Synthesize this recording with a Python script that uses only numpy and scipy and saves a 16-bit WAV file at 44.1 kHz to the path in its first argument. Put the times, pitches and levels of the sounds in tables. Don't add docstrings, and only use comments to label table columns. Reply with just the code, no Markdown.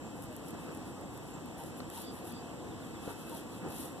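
import sys
import numpy as np
from scipy import signal
from scipy.fft import rfft, irfft
from scipy.io import wavfile
from scipy.ndimage import uniform_filter1d

SR = 44100
rng = np.random.default_rng(int(sys.argv[2]) if len(sys.argv) > 2 else 0)


def dump(signal):
    limited = np.clip(np.atleast_2d(signal).T, -1, 1)
    pcm = np.round(limited * 32767).astype(np.int16)
    wavfile.write(sys.argv[1], SR, pcm)


N = 176400
T, HZ = np.arange(N) / SR, np.fft.rfftfreq(N, 1 / SR)

# frequency_hz, relative_db
AIR_TONE = [(20, -32), (42, -20), (56, -8.5), (85, -6), (105, -1), (130, -3.5), (165, 0), (200, -2),
            (240, 1), (325, 2), (370, -5), (430, -6), (500, -2.5), (600, -9.5), (700, -6.5), (1030, -10.5),
            (1500, -18.5), (2000, -19.5), (3200, -23), (4200, -27), (5500, -28.5), (7000, -30), (9000, -32),
            (11000, -31.5), (14300, -38)]
# frequency_hz, relative_db
CHORUS_TONE = [(5500, -54), (6900, -30), (7200, -8.5), (7420, 0.5), (7700, -3), (8100, -2), (8500, -11.5),
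               (9500, -16.5), (12000, -52)]
# pitch_hz, wing_pulses_per_s, level_db
TRILLS = [(2643, 57, -66.5), (3060, 52, -76)]
# centre_s, length_s, start_hz, end_hz, width_hz, level_db
CHIRPS = [(.06, .08, 7350, 7600, 300, -60.5), (1.345, .045, 7350, 7550, 250, -58),
          (2.08, .13, 4680, 4760, 400, -56.5), (2.07, .12, 3500, 3550, 450, -60),
          (2.365, .13, 4680, 4760, 400, -59), (2.36, .1, 3500, 3550, 250, -62)]
SONG_TIMES = [2.6, 2.718, 2.838, 2.957]
# fastest_moment_s, length_s, crackle_db, rubbing_db
STROKES = [(0.178, .07, -60.5, -78), (.235, .09, -59.5, -70), (0.357, .14, -62, -72.5),
           (0.476, 0.091, -56, -74), (0.617, 0.12, -60.5, -74), (0.743, 0.094, -60.5, -80),
           (.885, 0.083, -59.5, -78), (1.147, .1, -61, -76), (1.282, 0.15, -62, -76),
           (1.602, 0.079, -54, -63), (1.668, 0.095, -56.5, -70), (1.781, 0.056, -56, -69),
           (1.98, 0.19, -49, -53), (2.163, 0.14, -56.5, -70), (2.285, 0.11, -53, -59.5),
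           (2.85, .14, -63, -72), (3.06, 0.14, -57, -58), (3.108, 0.1, -56, -58), (3.212, .11, -56.5, -61),
           (3.305, 0.15, -54.5, -58), (3.371, .12, -52.5, -55.5), (3.545, .15, -59, -61),
           (3.711, 0.082, -56, -58), (3.8, 0.24, -48, -54.5), (4.0, 0.13, -63, -64)]
# frequency_hz, relative_db
CRACKLE_TONE = [(200, -33), (2000, -17), (5500, -10), (7000, -8), (8500, -2.5), (10000, 1.5), (11200, 1.5),
                (12500, -2.5), (14300, -9)]
# frequency_hz, relative_db
RUB_TONE = [(100, -20), (700, -2.5), (1500, 3), (2100, -6), (2800, 3), (4000, 1.5), (5200, -6), (7000, -6),
            (10000, -19), (14300, -25)]
# start_s, level_db
POPS = [(.2234, -37), (.236, -40), (.24, -43), (.3648, -36), (0.484, -40), (0.487, -42), (.507, -40),
        (.749, -41.5), (0.7733, -41), (1.012, -45), (1.176, -40.5), (1.4595, -42), (1.583, -42),
        (1.6375, -39), (1.901, -37), (2.0177, -32), (2.245, -44.5), (2.324, -41), (3.296, -38), (3.35, -41),
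        (3.38, -39), (3.687, -42), (3.763, -38), (3.829, -39)]
# frequency_hz, relative_db
POP_TONE = [(200, -30), (5000, -13), (7500, -9), (10200, 0.5), (12000, -5.5), (14300, -6)]
# centre_s, length_s, pitch_hz, level_db
RINGS = [(0.327, .08, 610, -51.5), (.977, .045, 1250, -55), (1.61, .065, 916, -53),
         (1.615, .04, 795, -50.5), (1.98, 0.036, 930, -48), (3.337, 0.05, 920, -48.5)]
# centre_s, length_s, level_db
SCUFFS = [(0.544, 0.039, -45.5), (.70, 0.08, -44), (1.37, 0.045, -48.5), (3.101, 0.067, -45),
          (3.66, 0.13, -42)]
# frequency_hz, relative_db
SCUFF_TONE = [(60, -14), (150, 3.5), (330, 5.5), (700, -3), (1300, -7.5), (2200, -18.5), (9000, -40)]
# frequency_hz, relative_db
CLICK_TONE = [(200, -1), (1000, 5), (2000, -5), (3200, -16), (4300, -2), (5200, -14), (9000, -34)]
# pitch_hz, level_db, decay_s
KNOCK_NOTES = [(290, -33, .007), (470, -28, .0035), (1400, -45, .004)]
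# frequency_hz, likeness (0 to 1)
LIKENESS = [(20, .6), (250, .83), (620, .58), (760, .87), (1100, .99), (1400, .8), (1750, .38), (2120, .98),
            (2300, .999), (2480, .98), (2850, .38), (3450, .95), (3950, .3), (4650, .92), (5250, .3),
            (6300, .35), (7800, .65), (8800, .25), (10100, .65), (14000, .4)]
# frequency_hz, left_minus_right_db
BALANCE = [(60, -4.5), (150, -2), (300, 2), (600, 0), (1500, 1.5), (2500, 0), (4500, -1.6), (6300, -1.5),
           (7700, 1), (9000, -0.5), (11000, 3.5), (14000, -3)]
# frequency_hz, lead_radians
LEFT_LEAD = [(100, .9), (300, .9), (410, 0), (550, .9), (640, -.6), (800, .1), (1450, -.2), (1750, -2),
             (2130, -3.1), (2500, -3.14), (2750, -3.7), (3100, -5.9), (3750, -6.3), (4200, -9),
             (5100, -9.4), (5500, -12), (6100, -12), (6600, -9.3), (7800, -6.3), (10000, 0), (14300, 12.3)]


def gain(db):
    return 10 ** (np.asarray(db) / 20)


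def unit(x):
    return x / np.sqrt(np.mean(abs(x) ** 2) + 1e-20)


def curve(table):
    hz, value = np.transpose(table)
    return np.interp(np.log(HZ + 1), np.log(hz + 1), value)


def colour(x, tone):
    return irfft(rfft(x) * unit(gain(curve(tone))), N)


def noise():
    return rng.standard_normal((2, N))


def wander(speed_hz, *rows):
    return unit(irfft(rfft(rng.standard_normal((*rows, N))) * np.exp(-(HZ / speed_hz) ** 2), N))


def arch(centre_s, length_s):
    return np.cos(np.pi * np.clip((T - centre_s) / length_s, -.5, .5))


def fall(start_s, decay_s):
    return (T >= start_s) * np.exp(-np.maximum(T - start_s, 0) / decay_s)


def fuzzy_tone(pitch_hz, width_hz):
    blur = wander(width_hz / np.sqrt(2), 2, 2)
    phase = 2 * np.pi * np.cumsum(pitch_hz * np.ones(N)) / SR
    return unit(blur[0] * np.cos(phase) + blur[1] * np.sin(phase))


def outdoor_air():
    bands = signal.stft(noise(), nperseg=1024, noverlap=768)[2]
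    patches = uniform_filter1d(rng.standard_normal(bands.shape[1:]), size=8, axis=0)
    patches = unit(uniform_filter1d(patches, size=12, axis=1))
    swell = unit(uniform_filter1d(rng.standard_normal(bands.shape[2]), size=50))
    drift_db = 0.98 * patches + 0.45 * swell
    drifting = signal.istft(bands * gain(drift_db), nperseg=1024, noverlap=768)[1][:, :N]
    return gain(-44.5) * unit(colour(drifting, AIR_TONE))


def trill(pitch_hz, pulses_per_s, level_db):
    drift, fade = wander(3, 2)
    pulse = 2 * np.pi * (pulses_per_s * T + rng.random())
    phase = 2 * np.pi * np.cumsum(pitch_hz + 1.575 * drift) / SR + np.array([[0], [np.pi / 2]])
    direct = unit((1 + 0.46 * np.cos(pulse)) * np.cos(phase - 0.51 * np.sin(pulse)))
    echoes = 0.54 * fuzzy_tone(pitch_hz, width_hz=pulses_per_s)
    return gain(level_db) * unit(gain(2.4 * fade) * (direct + echoes))


def crickets():
    return gain(-63.5) * colour(noise(), CHORUS_TONE) + sum(trill(*row) for row in TRILLS)


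def chirp(centre_s, length_s, start_hz, end_hz, width_hz, level_db):
    pitch_hz = np.interp(T, [centre_s - length_s / 2, centre_s + length_s / 2], [start_hz, end_hz])
    return gain(level_db) * arch(centre_s, length_s) * fuzzy_tone(pitch_hz, width_hz)


def birds():
    song = sum(chirp(s, .055, start_hz=4200, end_hz=2950, width_hz=220, level_db=-63.5)
               for s in SONG_TIMES)
    return sum(chirp(*row) for row in CHIRPS) + song


def stroke(fastest_s, length_s):
    offset = (T - fastest_s) / length_s
    push_share, coast_share = 0.35, 0.41
    return np.exp(-abs(offset / np.where(offset < 0, push_share, coast_share)) ** 2.14)


def roller():
    crackle = np.sqrt(sum((gain(db) * stroke(s, length)) ** 2 for s, length, db, _ in STROKES))
    rubbing = np.sqrt(sum((gain(db) * stroke(s, length)) ** 2 for s, length, _, db in STROKES))
    most_snaps_per_s, clump_s = 15000, .009
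    chance = np.clip(most_snaps_per_s / SR * crackle / crackle.max(), 1e-6, 1)
    sizes = unit(gain(3.3 * np.minimum(rng.exponential(1, N), 5)))
    snaps = (rng.random(N) < chance) * sizes * np.sign(noise())
    snaps /= np.sqrt(chance)
    clumps = unit(gain(1.3 * wander(1 / clump_s)))
    return colour(snaps * crackle * clumps, CRACKLE_TONE) + colour(noise() * rubbing, RUB_TONE)


def bubble_pops():
    return colour(noise() * sum(gain(db) * fall(s, decay_s=0.0009) for s, db in POPS), POP_TONE)


def stool_rings():
    return sum(gain(db) * arch(s, length) * np.sqrt(2) * np.sin(2 * np.pi * (hz * T + rng.random()))
               for s, length, hz, db in RINGS)


def scuffs():
    return colour(noise() * sum(gain(db) * arch(s, length) for s, length, db in SCUFFS), SCUFF_TONE)


def handle_click():
    return colour(noise() * gain(-38) * fall(start_s=1.803, decay_s=0.0038), CLICK_TONE)


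def knock(start_s=3.0768):
    return sum(gain(db) * fall(start_s, decay_s) * np.sin(2 * np.pi * hz * (T - start_s))
               for hz, db, decay_s in KNOCK_NOTES)


def scrape():
    return gain(-48.5) * arch(centre_s=3.103, length_s=.055) * fuzzy_tone(pitch_hz=1050, width_hz=790)


def scene():
    sound = outdoor_air() + crickets() + birds() + roller() + bubble_pops()
    sound += scuffs() + handle_click() + scrape()
    sound[0] += stool_rings() + knock()
    shared, right_only = rfft(sound)
    likeness, left_gain = curve(LIKENESS), gain(curve(BALANCE) / 2)
    right = likeness * shared + np.sqrt(1 - likeness ** 2) * right_only
    right *= np.exp(-1j * curve(LEFT_LEAD))
    return irfft(np.array([shared * left_gain, right / left_gain]), N)


def record(dry):
    treble_cut = signal.firwin(511, cutoff=14330, window=("kaiser", 9), fs=SR)
    return signal.oaconvolve(dry, treble_cut[None], "same")


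dry = scene()
out = record(dry)
dump(out)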